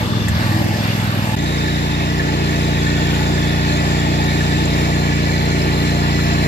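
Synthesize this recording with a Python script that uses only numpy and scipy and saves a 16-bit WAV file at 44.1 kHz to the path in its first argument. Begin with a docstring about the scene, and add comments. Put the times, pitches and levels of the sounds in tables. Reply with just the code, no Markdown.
"""On a lawn, a V-twin tractor is heard from the grass beside it at part throttle, then, after a sudden
cut, from the implement it tows at full speed. Unevenly spaced firings thump through the muffler.
The fan, valve gear and soil hiss, and loose parts knock on tin panels and make them ring. Rattles
come and go, with a few snaps and one soft thud. The right microphone is a hand's width further
from the engine than the left, so it hears the engine slightly later."""
import sys
import numpy as np
from scipy import signal
from scipy.fft import rfft, irfft, next_fast_len
from scipy.io import wavfile
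from scipy.ndimage import uniform_filter1d

SR = 44100
rng = np.random.default_rng(int(sys.argv[2]) if len(sys.argv) > 2 else 0)


def wrap_up_sound(samples):
    """Save the sound to the file named by the first command line argument, as 16-bit audio."""
    columns = np.atleast_2d(samples).T
    # keep every value between -1 and 1, then stretch to whole-number steps
    tamed = np.clip(columns, -1, 1)
    steps = np.round(tamed * 32767).astype(np.int16)
    wavfile.write(sys.argv[1], SR, steps)


N = 285327

# BESIDE is the place on the grass; RIDING is the place on the towed implement.
# How the muffler and the ground colour the exhaust: f/Hz, relative level/dB
BESIDE_MUFFLER = [(30, -54), (62, -23), (82, -9), (103, -3), (123, -2), (144, -13.5), (170, -7.5),
                  (215, -6.5), (250, -16.5), (320, -19), (360, -47), (500, -26), (900, -53), (2500, -98)]
RIDING_MUFFLER = [(30, -42), (59, -17.5), (88, -3.5), (147, -2.5), (177, -0.5), (206, -6.5), (236, -10),
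                  (265, -9), (295, -8.5), (330, -23), (385, -14), (430, -21), (472, -19.5), (540, -42),
                  (600, -26.5), (690, -25.5), (2000, -98)]
# The colour of the fan, valve gear and soil noise: f/Hz, relative level/dB
BESIDE_HISS = [(30, -21), (70, 7.5), (200, 1), (320, 2), (420, -6), (800, -2), (1200, -6), (1800, -4),
               (3000, -9.5), (5000, -14.5), (5800, -18), (8000, -19.5), (11500, -24), (14000, -23.5),
               (16000, -40)]
RIDING_HISS = [(30, -21), (60, -4.5), (130, -2), (240, -5), (300, 5), (360, 2), (440, -2), (560, -2.5),
               (880, -3.5), (1250, -6.5), (1900, -6.5), (3000, -10), (4500, -15), (5600, -19),
               (8000, -20.5), (11500, -27.5), (14000, -27.5), (16000, -47)]
# The notes of tin panels and covers: f/Hz, width/Hz, level/dB compared with the hiss
BESIDE_PANELS = [(595, 34, -16), (761, 21, -21), (861, 29, -15.5), (1155, 23, -18), (1753, 68, -14.5),
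                 (3400, 250, -21)]
RIDING_PANELS = [(324, 24, -14), (596.5, 23, -15.5), (683, 17, -14.5), (862, 28, -11.5), (1437, 26, -17),
                 (1745, 48, -8.5), (1849, 10, -15), (1958, 23, -14.5), (2100, 200, -18.5), (2306, 35, -18),
                 (2572, 12, -17.5), (3440, 100, -18), (3700, 100, -32), (4105, 110, -18.5),
                 (4440, 58, -20.5), (4870, 74, -19.5), (5266, 64, -21), (5690, 68, -26), (6500, 130, -21.5),
                 (7150, 200, -22)]
# Loudness as the listener walks nearer and the implement bites in:
# t/s, exhaust level/dB, machine noise level/dB, upper exhaust boost/dB, rumble boost/dB
BESIDE_LEVELS = [(.03, -20.5, -24, -1, 4), (.13, -19, -25.5, -2, 4.5), (.42, -18, -23, -3, 2),
                 (.52, -16, -23.5, 2, -3), (.68, -17.5, -23, -3, 3), (.8, -18.5, -23, -2, 1),
                 (1.3, -18.5, -24.5, 4, 1.3)]
RIDING_LEVELS = [(1.4, -19, -25.5, -6, 1.2), (1.95, -18.5, -25, -4, -1), (2.25, -18.5, -24.5, 3, 2.2),
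                 (2.65, -17, -23.5, 1, 0.5), (3.3, -17, -23.5, 3, 0.6), (3.7, -17, -23.5, -1.5, -1.5),
                 (4.4, -17, -23.5, 0, 1), (4.8, -16.5, -24, 1, -0.5), (5.5, -17, -24, 3, 0.5),
                 (6.45, -16, -23, 0.5, -1.5)]
# How the two microphones compare: f/Hz, right delay/ms, likeness (0 to 1), left minus right/dB
BESIDE_MICS = [(40, 0.7, 1, -1.5), (150, 0.41, 0.83, -0.5), (826, 0.25, 0.98, 1.5), (1480, 0.37, 0.34, -5),
               (2580, 0.33, 0.72, 3), (3380, 0.48, 0.37, 6), (5840, 0.53, 0.07, 1),
               (16000, 0.363, 0.4, 2.5)]
RIDING_MICS = [(50, 0.7, 0.9, 0.074), (150, 0.52, 1, -0.21), (1330, 0.35, 0.75, -0.23),
               (2250, 0.46, 0.8, -0.63), (3160, 0.478, 0.6, 2.1), (4420, 0.528, 0.54, 2.2),
               (5600, 0.528, 0.24, -0.36), (8600, 0.56, 0.36, 0.025), (16000, 0.507, 0.19, 1.2)]
# Swells of rattle, rumble and ringing: middle t/s, length/s, level/dB, f/Hz, width/Hz
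RATTLES = [(0.26, 0.6, -30.5, 81, 54), (0.62, 0.25, -27, 322, 14), (0.12, 0.4, -38.5, 3500, 120),
           (.45, .3, -40, 4300, 500), (0.47, 0.37, -35.5, 1780, 160), (0.64, 0.8, -41.5, 4900, 600),
           (0.88, 1.05, -45.5, 12500, 3000), (.1, 0.32, -38.5, 1180, 46), (0.68, 0.16, -36.5, 850, 25),
           (.15, 0.32, -33.5, 340, 120), (4.06, 1.13, -36.5, 700, 140), (1.06, 0.69, -44, 2630, 200),
           (0.96, 0.72, -41, 660, 250), (1.64, 0.4, -38, 3860, 70), (1.7, 0.75, -37.5, 3700, 110),
           (2.7, 0.28, -39.5, 3800, 27), (3.1, 0.6, -42, 1478, 45), (2.96, 0.43, -39, 3400, 63),
           (3.48, 0.36, -39, 3430, 80), (4.07, .25, -40, 3390, 35), (3.4, 1.8, -40, 3720, 100),
           (4.59, 0.86, -38, 3750, 200), (3.1, 0.75, -43.5, 7130, 130), (3.97, 0.5, -43, 7220, 140),
           (4.5, .3, -46, 7400, 60), (4.95, .5, -46, 7150, 90), (5.3, 1.2, -39, 2285, 14),
           (5.1, .7, -40, 2330, 30), (6.35, .3, -38, 2310, 60), (5.4, .35, -39, 1965, 8),
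           (6, .6, -41, 1970, 10), (2.2, .7, -41, 1855, 10), (3, .6, -39, 1860, 25),
           (4.2, 1.4, -40, 1848, 10), (4.35, .3, -40, 2290, 12), (5.62, .9, -37, 4120, 140),
           (5, .12, -38, 4150, 100), (6.3, .35, -37.5, 4110, 140), (6.2, 0.55, -46, 7220, 90),
           (6.3, .5, -46, 5330, 90)]
# Snaps and knocks: t/s, starting level/dB, f/Hz, width/Hz, time to fade by 60 dB/s
SNAPS = [(.283, -24, 7400, 1200, 0.057), (.283, -29, 11500, 4000, 0.061), (.284, -18, 1800, 440, 0.034),
         (4.654, -25, 7100, 700, 0.049), (6.19, -21, 1500, 900, 0.06)]
# The machine noise shifts as the microphones turn after the tractor: t/s, left minus right/dB
BESIDE_PAN, RIDING_PAN = [(.3, 0.36), (1.35, -1.8)], [(1.37, 0), (6.47, 0)]

# One engine cycle is two turns of the crankshaft, and each cylinder fires once in it.
# second_at and jitter are fractions of a cycle; shake_lead is a fraction of one crankshaft turn.
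BESIDE = dict(
    span_s=(0, 1.35), levels=BESIDE_LEVELS, mics=BESIDE_MICS, pan=BESIDE_PAN,
    speed=dict(cycle_hz=20.54, swing_hz=.43, period_s=.77, fastest_s=.9, start_cycle=.68),
    firing=dict(muffler=BESIDE_MUFFLER, second_at=0.3756, second_db=2.2, jitter=0.0013, scatter_db=-0.1,
                tail_hz=108, tail_width_hz=14, tail_turns=0.08, skew=-0.21,
                shake_db=-38, shake_lead=0.085),
    hiss=dict(colour=BESIDE_HISS, beat=0.039, swell_db=-0.5, flicker_db=1.74),
    tin=dict(panels=BESIDE_PANELS, knocks_per_s=240, spread_db=1.5, flicker_db=4.0, beat=0.21),
    dip=dict(centre_hz=9240, width_hz=1200, db=-6.5))
RIDING = dict(
    span_s=(1.37, 6.47), levels=RIDING_LEVELS, mics=RIDING_MICS, pan=RIDING_PAN,
    speed=dict(cycle_hz=29.448, swing_hz=.15, period_s=.475, fastest_s=3.53, start_cycle=.08),
    firing=dict(muffler=RIDING_MUFFLER, second_at=0.389, second_db=1.6, jitter=0.00086, scatter_db=-0.16,
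                tail_hz=150, tail_width_hz=30, tail_turns=0.026, skew=1.32,
                shake_db=-8, shake_lead=0.19),
    hiss=dict(colour=RIDING_HISS, beat=0.023, swell_db=0.45, flicker_db=1.07),
    tin=dict(panels=RIDING_PANELS, knocks_per_s=450, spread_db=1.77, flicker_db=1.24, beat=0.4),
    dip=dict(centre_hz=8880, width_hz=540, db=-27))


def tractor(span_s, levels, mics, pan, speed, firing, hiss, tin, dip):
    """The tractor heard from one place: exhaust and machine noise, both following the engine's speed."""
    lead_in = SR // 4  # spare samples before the span
    count = next_fast_len(int((span_s[1] - span_s[0] + .6) * SR))
    t = np.arange(-lead_in, count - lead_in) / SR + span_s[0]
    times, *columns = np.transpose(levels)
    exhaust_db, noise_db, upper_db, rumble_db = (np.interp(t, times, column) for column in columns)
    pan_db = np.interp(t, *np.transpose(pan))
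    cycles = governor(t, **speed)
    pipe = exhaust(cycles, **firing) * gain(exhaust_db)
    pipe += (gain(upper_db) - 1) * (pipe - below(pipe, hz=340))
    noise = (machine_hiss(cycles, **hiss) + tin_panels(cycles, **tin)) * gain(noise_db)
    noise += (gain(rumble_db) - 1) * below(noise, hz=600)
    noise = treble_dip(noise, **dip)
    fully_alike = [(hz, delay, 1, db) for hz, delay, _, db in mics]  # both hear the same exhaust note
    stereo = two_microphones(pipe, np.zeros_like(pipe), fully_alike)
    stereo += two_microphones(noise[0], noise[1:], mics) * gain(np.array([pan_db, -pan_db]) / 2)
    sample = np.round(t * SR).astype(int)
    inside = (sample >= 0) & (sample < N)
    out = np.zeros((2, N))
    out[:, sample[inside]] = stereo[:, inside]
    return out


def exhaust(cycles, muffler, second_at, second_db, jitter, scatter_db,
            tail_hz, tail_width_hz, tail_turns, skew, shake_db, shake_lead):
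    """Two slightly irregular firings a cycle pass through the muffler; the frame's shake is added."""
    n = len(cycles)
    whole_cycles = np.arange(1, int(cycles[-1]))
    chance = rng.standard_normal((len(whole_cycles), 2, 2))
    fire_cycles = whole_cycles[:, None] + [0, second_at] + jitter * chance[..., 0]
    fire_samples = np.interp(fire_cycles, cycles, np.arange(n)).astype(int)
    pulses = np.zeros(n)
    np.add.at(pulses, fire_samples, gain([0, second_db] + scatter_db * chance[..., 1]))
    hz = np.fft.rfftfreq(n, 1 / SR)
    chamber_lag = np.pi + 2 * np.arctan((hz - 340) / 17.4)  # a muffler chamber delays sound near 340 Hz
    tail_lag = 2 * tail_turns * np.arctan((hz - tail_hz) / tail_width_hz)  # the tail pipe rings on
    # skew shapes each pulse: 0 is a pressure bump, 1 a dip and a peak, 2 a dip
    response = gain(on_log_axis(hz, muffler)) * np.exp(-1j * (np.pi / 2 * skew + chamber_lag + tail_lag))
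    thumps = at_level(irfft(rfft(pulses) * response, n), 0)
    return thumps + gain(shake_db) * frame_shake(2 * cycles + shake_lead)


def frame_shake(turns):
    """The frame shakes once for each turn of the crankshaft, and more weakly twice a turn."""
    angle = 2 * np.pi * turns
    return np.sqrt(2) * (np.cos(angle) + gain(-7) * np.cos(2 * angle + 2 * np.pi * .29))


def governor(t, cycle_hz, swing_hz, period_s, fastest_s, start_cycle):
    """The speed control swings around its set speed. Returns the running count of engine cycles."""
    rate_hz = cycle_hz + swing_hz * np.cos(2 * np.pi * (t - fastest_s) / period_s)
    return np.cumsum(rate_hz) / SR + start_cycle


def machine_hiss(cycles, colour, beat, swell_db, flicker_db):
    """Fan, valve gear and soil hiss in flickering bands. Three rows: shared, left only, right only."""
    n = len(cycles)
    hz = np.maximum(np.fft.rfftfreq(n, 1 / SR), 1)
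    spectrum = rfft(rng.standard_normal((3, n)) * crank_beat(cycles, beat))
    swell = swell_db * wander(n, rate_hz=10)
    bands = np.zeros((3, n))
    for octave in np.arange(4.5, 14.6, .5):  # half-octave bands across all of hearing
        band_shape = np.clip(1 - 2 * np.abs(np.log2(hz) - octave), 0, 1)
        bands += gain(swell + flicker_db * wander(n, rate_hz=14)) * irfft(spectrum * band_shape, n)
    return at_level(irfft(rfft(bands) * gain(on_log_axis(hz, colour)), n), 0)


def tin_panels(cycles, panels, knocks_per_s, spread_db, flicker_db, beat):
    """Loose parts knock at random and ring the panels. Three rows: shared, left only, right only."""
    n = len(cycles)
    # the bodywork adds a crowd of high notes, weaker towards the top
    crowd_hz = np.linspace(1650, 5300, 36) * rng.uniform(0.96, 1.03, 36)
    bodywork = [(hz, 35, -22.5 - 7 * (hz / 5300) ** 2) for hz in crowd_hz]
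    blows = rng.standard_normal((3, n)) * crank_beat(cycles, beat)
    blows *= gain(spread_db * rng.exponential(size=n))  # most are small, a few are hard
    out = np.zeros((3, n))
    for hz, width, db in list(panels) + bodywork:
        knocks = (rng.random(n) < knocks_per_s / SR) * gain(flicker_db * wander(n, rate_hz=9))
        ringing = ring(ring(knocks * blows, hz, width), hz, 6 * width)
        out += at_level(frame_flex(ringing), db)
    return out


def frame_flex(ringing, drift=.002):
    """A panel's note wanders by a tiny fraction as the frame bends."""
    n = ringing.shape[-1]
    position = np.clip(np.arange(n) + drift * np.cumsum(wander(n, rate_hz=2)), 0, n - 2)
    whole = position.astype(int)
    return ringing[:, whole] + (position - whole) * (ringing[:, whole + 1] - ringing[:, whole])


def rattles(t, knocks_per_s=600, spread_db=1.5, stereo_width=0.6):
    """Showers of tiny knocks swell and fade, each shower ringing in one narrow band."""
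    out = np.zeros((2, N))
    blows = rng.standard_normal((2, N)) * gain(spread_db * rng.exponential(size=N))
    for middle_s, length_s, db, hz, width in RATTLES:
        knocks = (rng.random(N) < knocks_per_s / SR) * blows
        near = np.abs(t - middle_s) < 2 * length_s
        swell = np.exp(-((t[near] - middle_s) / (length_s / 2)) ** 4)
        centre, side = ring(ring(knocks[:, near], hz, width), hz, 3 * width) * swell
        scale = gain(db) * np.sqrt(np.sum(swell ** 2) / np.sum(centre ** 2))
        out[:, near] += scale * (centre + stereo_width * np.outer([1, -1], side))
    return out


def snaps(t):
    """Bursts of noise, each in its own band, that start sharply and die away fast."""
    out = np.zeros((2, N))
    for start_s, db, hz, width, fade_s in SNAPS:
        decay = (t >= start_s) * gain(-60 * np.maximum(t - start_s, 0) / fade_s)
        burst = ring(ring(rng.standard_normal((2, N)), hz, width), hz, width)
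        out += at_level(burst, db) * decay
    return out


def thud(t, middle_s=.33, length_s=.13, db=-21, hz=78):
    """One soft thud: a low note that swells and fades."""
    swell = np.exp(-((t - middle_s) / (length_s / 2)) ** 2)
    return gain(db) * np.sqrt(2) * swell * np.sin(2 * np.pi * hz * t)


def two_microphones(shared, own, mics):
    """The right microphone hears the shared sound late; each also picks up sound of its own."""
    hz = np.fft.rfftfreq(len(shared), 1 / SR)
    likeness = np.clip(on_log_axis(hz, mics, column=2), 0, 1)
    delay = np.exp(-2j * np.pi * hz * on_log_axis(hz, mics) / 1000)
    arrivals = rfft(shared) * np.array([np.ones_like(delay), delay])
    both = np.sqrt(likeness) * arrivals + np.sqrt(1 - likeness) * rfft(own)
    balance = gain(np.outer([.5, -.5], on_log_axis(hz, mics, column=3)))
    return irfft(both * balance, len(shared))


def treble_dip(x, centre_hz, width_hz, db):
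    """Turns down one band of the high treble."""
    hz = np.fft.rfftfreq(x.shape[-1], 1 / SR)
    return irfft(rfft(x) * gain(db * np.exp(-((hz - centre_hz) / width_hz) ** 4)), x.shape[-1])


def crank_beat(cycles, depth):
    """A rise and fall in strength, once for each turn of the crankshaft."""
    return 1 + depth * np.cos(4 * np.pi * cycles)


def ring(x, hz, width_hz):
    """Lets a sound ring at one pitch."""
    return signal.lfilter(*signal.iirpeak(min(hz, .45 * SR), hz / width_hz, fs=SR), x)


def below(x, hz):
    """The part of a sound under a frequency, with no delay."""
    return signal.sosfiltfilt(signal.butter(6, hz, fs=SR, output="sos"), x)


def wander(n, rate_hz):
    """A smooth random curve that typically strays about 1 from zero."""
    hold = int(SR / rate_hz)
    steps = np.repeat(rng.standard_normal(n // hold + 1), hold)
    return 1.52 * uniform_filter1d(uniform_filter1d(steps, hold), hold)[:n]


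def on_log_axis(hz, table, column=1):
    """Reads between a table's rows, giving every octave equal room."""
    table = np.array(table)
    return np.interp(np.log(np.maximum(hz, 1)), np.log(table[:, 0]), table[:, column])


def gain(db):
    """Turns decibels into a number to multiply by."""
    return 10 ** (np.asarray(db) / 20)


def at_level(x, db):
    """Scales a sound to an average (RMS) level."""
    return x * gain(db) / np.sqrt(np.mean(x ** 2))


def scene():
    """The tractor fades out quickly in one place and in again at the other; small sounds lie on top."""
    t = np.arange(N) / SR
    cut_s, half_gap_s, fade_s = 1.359, 0.00068, 0.0074
    beside = tractor(**BESIDE) * np.clip((cut_s - t - half_gap_s) / fade_s, 0, 1)
    riding = tractor(**RIDING) * np.clip((t - cut_s - half_gap_s) / fade_s, 0, 1)
    return beside + riding + snaps(t) + thud(t) + rattles(t)


def record(dry):
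    """The preamplifier rounds off the peaks, and the treble above 15450 Hz is cut steeply."""
    return signal.sosfilt(signal.ellip(12, .3, 60, 15450, fs=SR, output="sos"), np.tanh(dry))


dry = scene()
out = record(dry)
wrap_up_sound(out)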